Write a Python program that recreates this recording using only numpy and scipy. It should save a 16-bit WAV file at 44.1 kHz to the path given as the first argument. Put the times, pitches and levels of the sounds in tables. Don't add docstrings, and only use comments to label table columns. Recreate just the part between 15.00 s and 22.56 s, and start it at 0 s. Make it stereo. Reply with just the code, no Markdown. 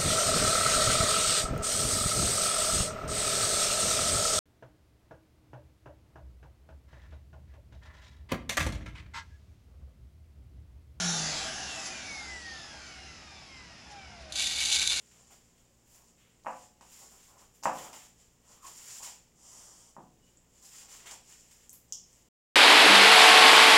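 import sys
import numpy as np
from scipy import signal
from scipy.fft import rfft, irfft
from scipy.io import wavfile
from scipy.ndimage import uniform_filter1d

SR = 44100
rng = np.random.default_rng(int(sys.argv[2]) if len(sys.argv) > 2 else 0)


def dump(signal):
    limited = np.clip(np.atleast_2d(signal).T, -1, 1)
    pcm = np.round(limited * 32767).astype(np.int16)
    wavfile.write(sys.argv[1], SR, pcm)


N = 333275
TIME_S = np.arange(N) / SR

# start_s, swell_s, hold_s, crinkle_level_db, fine_share_db
PULLS = [(0.0, 0.0044, 0.34, -63.5, -20), (0.829, 0.12, 0.019, -58.5, -3), (1.013, .045, 0.022, -65, -18),
         (1.42, 0.047, 0.16, -59, -11), (1.803, .15, 0.08, -53, -5.5), (2.07, 0.033, 0.18, -58, -6),
         (2.358, 0.034, 0.014, -56, -6.5), (2.709, 0.045, 0.094, -48, -6.5), (2.922, 0.016, 0.1, -54, -8.5),
         (3.149, 0.035, 0.023, -60, -11), (3.399, .11, 0.041, -58, -8), (3.611, 0.05, 0.018, -48, -8),
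         (3.706, .06, 0.14, -50.5, -6), (3.846, 0.044, 0.085, -47, -8), (3.999, 0.035, 0.047, -45, -14),
         (5.197, .06, 0.031, -65.5, -11), (5.48, .08, 0.034, -62, -10), (5.6, 0.052, 0.11, -55.5, -8),
         (5.692, 0.046, 0.073, -50, -11), (5.874, 0.017, 0.063, -50, -8.5), (6.222, 0.074, 0.025, -52, -12),
         (6.346, 0.029, 0.27, -61.5, -8.5), (7.024, 0.041, 0.13, -65.5, -7.5)]
# start_s, level_db, fade_s, fine_share_db, fold_share_db
RUSHES = [(0.0, -62.5, 0.03, -11, 0), (0.11, -65.5, .06, -7, 3.5), (0.305, -51, 0.022, -8, -5),
          (0.36, -67.5, 0.22, -20, -4.5), (0.579, -61, 0.014, -4, -3), (1.17, -70, 0.094, -29, 8.5),
          (1.809, -56.5, 0.027, -15, -0.5), (2.12, -67, 0.026, -8, -7), (2.539, -57.5, 0.04, -1, -11),
          (2.634, -38.5, 0.025, -12, -4.5), (2.771, -49.5, 0.019, -18, 9), (2.929, -42, 0.026, -8, -3.5),
          (4.026, -37, 0.022, -6, -9), (5.619, -49, 0.047, -7, -32.5), (5.99, -53, 0.059, -22, -1.5),
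          (6.059, -44, 0.037, -36, -0.5), (6.108, -37.5, 0.0096, -11, -6), (6.29, -54, 0.021, -12.5, -2.5),
          (6.511, -50.5, 0.011, -3, -2), (6.729, -49.5, 0.016, -2, -13)]
# freq_hz, level_db
CRINKLE_COLOUR = [(1500, -40), (3000, -22.5), (4200, -14), (5300, -5), (6400, -5.5), (7150, 3), (8000, -6),
                  (9000, -13), (10200, -14), (12000, -29), (16000, -39)]
# freq_hz, level_db
FINE_COLOUR = [(7000, -24.5), (9500, -2.5), (11000, -2), (12500, -1.5), (13800, -1.5), (15000, -4),
               (16000, -1)]
# freq_hz, level_db
FOLD_COLOUR = [(300, -45.5), (900, -7.5), (1500, -3), (2300, -1.5), (3100, 0), (3700, -4), (4300, -10.5),
               (6000, -16.5)]
# time_s, pan_db
FILM_PAN = [(0, 1), (2, -2), (4.2, -1.5), (5.6, -1.5), (6.3, -2.5), (6.75, -5), (7.3, -2)]
# start_s, hold_s, level_db
SCUFFS = [(0.149, 0.062, -68), (0.295, 0.012, -57.5), (0.89, 0.14, -72), (1.981, 0.05, -59),
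          (2.108, .02, -60), (2.277, 0.14, -62), (2.758, 0.095, -47.5), (2.915, 0.035, -56),
          (3.433, 0.1, -66.5), (3.637, .035, -53.5), (3.87, 0.092, -70.5), (4.51, 0.24, -67),
          (5.82, 0.28, -65.5), (6.042, 0.035, -58.5)]
# freq_hz, level_db
RUB_COLOUR = [(150, -15), (400, -3), (650, -0.5), (880, 1), (1150, 0), (1550, -9.5), (2300, -18.5),
              (4000, -45.5)]
# time_s, level_db, pitch_hz
SLIPS = [
    [(3.54, -74, 1063), (3.62, -62, 1180), (3.65, -47, 1134), (3.68, -69, 993)],
    [(4.0, -53.5, 880), (4.04, -54, 1105), (4.075, -52, 776), (4.17, -87, 770)],
]
# time_s, level_db, pitch_hz
SQUEAK = [(5.22, -82, 2920), (5.27, -69, 2972), (5.3, -82, 2895)]
# start_s, strength_db, contact_cutoff_hz, thump_share_db
KNOCKS = [(1.448, -22, 1090, -33), (1.461, -14.5, 3470, -37), (1.467, -3.5, 2560, -28),
          (1.474, -19, 1510, -31), (1.81, -27, 2480, -7), (2.6271, -22, 910, -16.5),
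          (2.636, -16, 3514, -23.5), (2.656, 5, 2470, -30.5), (2.662, -14, 1700, 2.5),
          (2.931, -24, 3460, -26), (4.966, -17.5, 1430, -13), (4.981, -34.5, 1430, 15.5),
          (6.118, -23.5, 1163, -11)]
# freq_hz, level_db
KNOCK_COLOUR = [(120, -36), (230, -1), (380, -16.5), (550, 3.5), (850, -4), (1150, 0), (1500, -3),
                (2100, -11.5), (2800, -10.5), (3600, -32), (6000, -41)]
# freq_hz, level_db, t60_s
BOWL_MODES = [(206.6, -10, 0.6), (312, -15, 0.07), (446, -15.5, 0.2), (521.4, 1, 0.46), (600, -12.5, 0.79),
              (664, -16, .3), (728, -0.5, 0.64), (847, -5.5, 0.65), (870, -1, 0.3), (983, -13.5, 0.13),
              (1130, -6.5, 0.5), (1280, -6, 0.29), (1220, -11, .3), (1440, -14, 0.4), (1480, -15.5, 0.27),
              (1630, -14, .45), (2590, -12.5, 0.34)]
# start_s, energy_db, centre_hz, width_hz, pan_db
TICKS = [(1.437, -38, 5500, 3000, 1), (1.811, -28, 6600, 4000, -1.5), (2.6282, -21, 5670, 1800, -14),
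         (2.634, -21, 6400, 3497, 4.5), (2.636, -9.5, 6280, 3000, -1), (2.643, -15, 6880, 1795, -23),
         (2.93, -25, 6700, 4030, -1), (4.029, -28, 6930, 3500, 6), (5.372, -27.5, 7300, 1090, -8.5),
         (5.831, -24, 6800, 4000, 5), (6.112, -13, 6760, 4020, -1.5), (6.516, -26, 6900, 3950, 1.5),
         (6.6946, -16, 7370, 2590, -4.5), (6.6942, -26, 12600, 5000, -7.5),
         (6.7306, -18.5, 12600, 5020, -13.5), (6.7415, -25.5, 12500, 5000, -8),
         (6.882, -32.5, 6800, 3000, -2), (6.9241, -1, 6300, 2020, -8), (6.9244, -22.5, 11600, 7000, -11),
         (6.923, -20, 3190, 655, -3.5), (6.924, -32, 950, 497, -13), (7.130, -28.5, 7000, 2490, 3.5)]
# time_s, level_db
BRUSH = [(4.3, -91), (4.36, -65), (4.45, -52.5), (4.58, -50.5), (4.7, -55.0), (4.8, -56.5), (4.9, -61.5),
         (4.93, -98)]
# freq_hz, level_db
BRUSH_COLOUR = [(300, -18), (700, -9.5), (1100, -6), (1700, -12.5), (2500, -14.5), (3200, -8.5),
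                (4000, -16.5), (5300, -2), (6100, 1), (6500, -3), (7050, 4), (8600, -5), (11000, -15.5),
                (15500, -20)]
# freq_hz, level_db
FLOOR_COLOUR = [(12, -39), (20, 7), (181, -1.5), (326, -4), (524, -4), (603, -9.5), (713, -10),
                (1390, -18.5), (2960, -16), (4020, -22), (6290, -15.5), (7230, -10), (9300, -26),
                (14500, -26), (15800, -20.5)]
# freq_hz, rms_db
HUM = [(59.3, -76), (118.6, -77), (176, -78.5), (234, -80.5)]
# freq_hz, t60_s
ROOM_T60 = [(150, 0.75), (400, 0.5), (1000, 0.32), (2800, 0.42), (6000, 0.44), (9000, 0.29), (15000, 0.39)]
# freq_hz, correlation
ROOM_LIKENESS = [(30, .35), (70, 0.036), (150, 0.44), (300, 0.56), (650, 0.25), (1400, 0), (4000, 0.022)]

PULL_RELAX_S = 0.035
PULL_FOLD_SHARE_DB = -7.5
RESTING_DB, RESTING_FINE_SHARE_DB, RESTING_FOLD_SHARE_DB = -73, -7.5, -5
SCUFF_SWELL_S, SCUFF_RELAX_S = 0.012, 0.022
RUB_WITH_FILM_DB, RUB_WITH_SLEEVE_DB, RUB_RESTING_DB = -18.5, -17.5, -79
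TICK_LAG_S_PER_DB = 0.000035
FLOOR_RMS_DB = -66
END_S, CUTOFF_HZ = 7.288, 15900


def film(rooms, powers, crinkle_db=0.86, fine_db=0.7, fold_db=-0.55):
    sizes = np.sqrt(powers) * from_db([[crinkle_db], [fine_db], [fold_db]])
    creases = [size * snaps(per_s=3200, spread_db=2.5, clump_db=3.5, clump_s=0.006) for size in sizes]
    colours = (CRINKLE_COLOUR, FINE_COLOUR, FOLD_COLOUR)
    place = rng.integers(0, len(rooms), N)
    out = 0
    for k, room in enumerate(rooms):
        dry = sum(colour(clicks * (place == k), spectrum) for clicks, spectrum in zip(creases, colours))
        out = out + in_room(dry, room, direct_db=-5.5, lag_samples=5 * k)
    return out * panned(curve(FILM_PAN))


def flexing():
    def levels(db, fine_share_db, fold_share_db):
        return from_db(db + np.array([[0], [fine_share_db], [fold_share_db]]))

    powers = np.ones(N) * levels(RESTING_DB, RESTING_FINE_SHARE_DB, RESTING_FOLD_SHARE_DB) ** 2
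    for start_s, swell_s, hold_s, db, fine_share_db in PULLS:
        top = levels(db, fine_share_db, PULL_FOLD_SHARE_DB)
        add(powers, start_s, (top * gesture(swell_s, hold_s, PULL_RELAX_S)) ** 2)
    for start_s, db, fade_s, fine_share_db, fold_share_db in RUSHES:
        top = levels(db, fine_share_db, fold_share_db)
        add(powers, start_s, (top * np.exp(-TIME_S[:SR // 2] / fade_s)) ** 2)
    return powers


def gesture(swell_s, hold_s, relax_s):
    t = TIME_S[:SR]
    swell = np.minimum(t / swell_s, 1)
    return swell * np.exp(-np.maximum(t - swell_s - hold_s, 0) / relax_s)


def snaps(per_s, spread_db, clump_db, clump_s):
    sizes = from_db(spread_db * np.minimum(rng.exponential(1, N), 4))
    signs = rng.choice([-1, 1], N)
    clumps = np.interp(TIME_S / clump_s, np.arange(N), np.clip(rng.standard_normal(N), -2, 2))
    happens = rng.random(N) < per_s / SR
    return rms_one(sizes * signs * happens * from_db(clump_db * clumps))


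def rubbing(room, crinkle_power, rub_db=-1.0):
    grains = snaps(per_s=2000, spread_db=1.5, clump_db=2.0, clump_s=0.012)
    scuff = colour(from_db(rub_db) * rub_level(crinkle_power) * grains, RUB_COLOUR)
    tones = sum(stick_slip(stroke, width_hz=246) for stroke in SLIPS) + stick_slip(SQUEAK, width_hz=62)
    return in_room(scuff + tones, room, direct_db=-3.5) * panned(pan_db=-1.5)


def rub_level(crinkle_power):
    with_film = from_db(RUB_WITH_FILM_DB) ** 2 * crinkle_power
    with_sleeve = from_db(curve(BRUSH) + RUB_WITH_SLEEVE_DB) ** 2
    power = from_db(RUB_RESTING_DB) ** 2 + with_film + with_sleeve
    for start_s, hold_s, db in SCUFFS:
        add(power, start_s, (from_db(db) * gesture(SCUFF_SWELL_S, hold_s, SCUFF_RELAX_S)) ** 2)
    return np.sqrt(power)


def stick_slip(stroke, width_hz):
    low_pass = signal.butter(2, width_hz / 2, fs=SR, output="sos")
    waver = signal.sosfilt(low_pass, rng.standard_normal((2, N)))
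    phase = 2 * np.pi * np.cumsum(curve(stroke, column=2)) / SR
    tone = rms_one(waver[0] * np.cos(phase) + waver[1] * np.sin(phase))
    return tone * from_db(curve(stroke)) * during(stroke)


def bowl(room, ring_db=-43.5, thump_hz=(130, 380), hollow_hz=(720, 1150), hollow_db=7.0):
    blows, thumps = np.zeros(N), np.zeros(N)
    thump = pulse(thump_hz, "band")
    thump = thump / np.linalg.norm(thump)
    for start_s, db, cutoff_hz, thump_db in KNOCKS:
        add(blows, start_s, from_db(db) * pulse(cutoff_hz, "low", order=3))
        add(thumps, start_s, from_db(db + thump_db) * thump)
    t = TIME_S[:SR]
    ring = 0
    for hz, db, t60_s in BOWL_MODES:
        phase = hz / 1500 * rng.standard_normal((2, 1))
        ring = ring + from_db(db) * np.sin(2 * np.pi * hz * t + phase) * np.exp(-np.log(1000) * t / t60_s)
    contact = colour(blows, KNOCK_COLOUR)
    hollow = from_db(hollow_db) * convolve(contact, pulse(hollow_hz, "band"))
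    clunk = in_room(from_db(-1.0) * (contact + hollow) + thumps, room, direct_db=-7.5)
    return (clunk + from_db(ring_db) * convolve(blows, ring)) * panned(pan_db=-2.0)


def ticks(room, direct_db=-6.5, room_db=-4.5):
    direct, source = np.zeros((2, N)), np.zeros(N)
    for start_s, db, hz, width_hz, pan_db in TICKS:
        tick = pulse([hz - width_hz / 2, hz + width_hz / 2], "band", order=3)
        tick = from_db(db) * tick / np.linalg.norm(tick)
        left, right = panned(pan_db) * tick
        add(direct[0], start_s - pan_db * TICK_LAG_S_PER_DB, left)
        add(direct[1], start_s, right)
        add(source, start_s, tick)
    return from_db(direct_db) * direct + from_db(room_db) * convolve(source, room) * panned(pan_db=-3.0)


def brush(rooms, level_db=1.0):
    level = from_db(curve(BRUSH) + level_db) * during(BRUSH) / np.sqrt(len(rooms))
    hiss = sum(convolve(colour(level * rng.standard_normal(N), BRUSH_COLOUR), room) for room in rooms)
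    return hiss * panned(pan_db=2.1)


def background():
    hum = 0
    for hz, rms_db in HUM:
        hum = hum + from_db(rms_db) * np.sqrt(2) * np.sin(2 * np.pi * (hz * TIME_S + rng.random()))
    return from_db(FLOOR_RMS_DB) * colour(diffuse(N), FLOOR_COLOUR) + hum


def kitchen(first_echo_s=0.0026, grain_db=5.0, grain_s=0.056, size=32768):
    t, hz = np.arange(size) / SR, np.arange(size // 2 + 1) * SR / size
    lumps = rms_one(uniform_filter1d(rng.standard_normal((2, size)), size=32, axis=1))
    echoes = from_db(grain_db * np.clip(lumps, -2, 2) * np.exp(-t / grain_s))
    noise, tail = rfft(diffuse(size)), 0
    edges_hz = np.r_[0, np.geomspace(150, SR / 2, 12)]
    for low_hz, high_hz in zip(edges_hz, edges_hz[1:]):
        t60_s = at_hz(ROOM_T60, (low_hz + high_hz) / 2)
        band = irfft(noise * (hz >= low_hz) * (hz < high_hz))
        band = band * np.exp(-np.log(1000) * t / t60_s) / np.sqrt(t60_s)
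        tail = tail + (band * echoes if low_hz > 1200 else band)
    tail = tail * np.minimum(t / first_echo_s, 1) ** 2
    return tail / np.linalg.norm(tail, axis=1, keepdims=True)


def in_room(x, room, direct_db, lag_samples=0):
    direct = from_db(direct_db)
    channels = np.vstack([np.roll(x, lag_samples, axis=-1), x])
    return (direct * channels + convolve(x, room)) / np.sqrt(1 + direct ** 2)


def diffuse(size):
    mid, side = rfft(rng.standard_normal((2, size)))
    alike = at_hz(ROOM_LIKENESS, np.arange(len(mid)) * SR / size)
    spectrum = np.sqrt(1 + alike) * mid + np.sqrt(1 - alike) * side * [[1], [-1]]
    return irfft(spectrum, size) / np.sqrt(2)


def panned(pan_db):
    gains = from_db(np.array([[0.5], [-0.5]]) * pan_db)
    return gains / np.sqrt(np.mean(gains ** 2, axis=0))


def colour(x, spectrum, size=4096):
    hz = np.arange(size // 2 + 1) * SR / size
    cepstrum = irfft(np.log(from_db(at_hz(spectrum, hz))))
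    cepstrum[1:size // 2] *= 2
    cepstrum[size // 2 + 1:] = 0
    response = irfft(np.exp(rfft(cepstrum)))
    return convolve(x, response / np.linalg.norm(response))


def pulse(edges_hz, kind, order=2, size=2048):
    sos = signal.butter(order, edges_hz, kind, fs=SR, output="sos")
    return signal.sosfilt(sos, signal.unit_impulse(size))


def convolve(x, response):
    return signal.fftconvolve(np.atleast_2d(x), np.atleast_2d(response), axes=1)[:, :N]


def add(out, start_s, sound):
    i = max(int(start_s * SR), 0)
    out[..., i:i + sound.shape[-1]] += sound[..., :N - i]


def curve(rows, column=1):
    rows = np.array(rows)
    return np.interp(TIME_S, rows[:, 0], rows[:, column])


def during(rows):
    return (TIME_S > rows[0][0]) * (TIME_S < rows[-1][0])


def at_hz(points, hz):
    table_hz, value = np.transpose(points)
    return np.interp(np.log(np.maximum(hz, 1)), np.log(table_hz), value)


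def from_db(db):
    return 10 ** (np.asarray(db) / 20)


def rms_one(x):
    return x / np.sqrt(np.mean(x ** 2) + 1e-20)


def scene(place_count=5):
    rooms = [kitchen() for _ in range(place_count)]
    powers = flexing()
    handling = film(rooms, powers) + rubbing(rooms[2], powers[0])
    impacts = bowl(rooms[0]) + ticks(rooms[-1])
    return handling + impacts + brush(rooms[:2]) + background()


def record(dry):
    on = np.clip((END_S - TIME_S) / 0.0026, 0, 1)
    low_passed = convolve(dry * on, signal.firwin(129, CUTOFF_HZ, fs=SR))
    return low_passed[:, np.minimum(np.arange(N) + 64, N - 1)]


dry = scene()
out = record(dry)
dump(out)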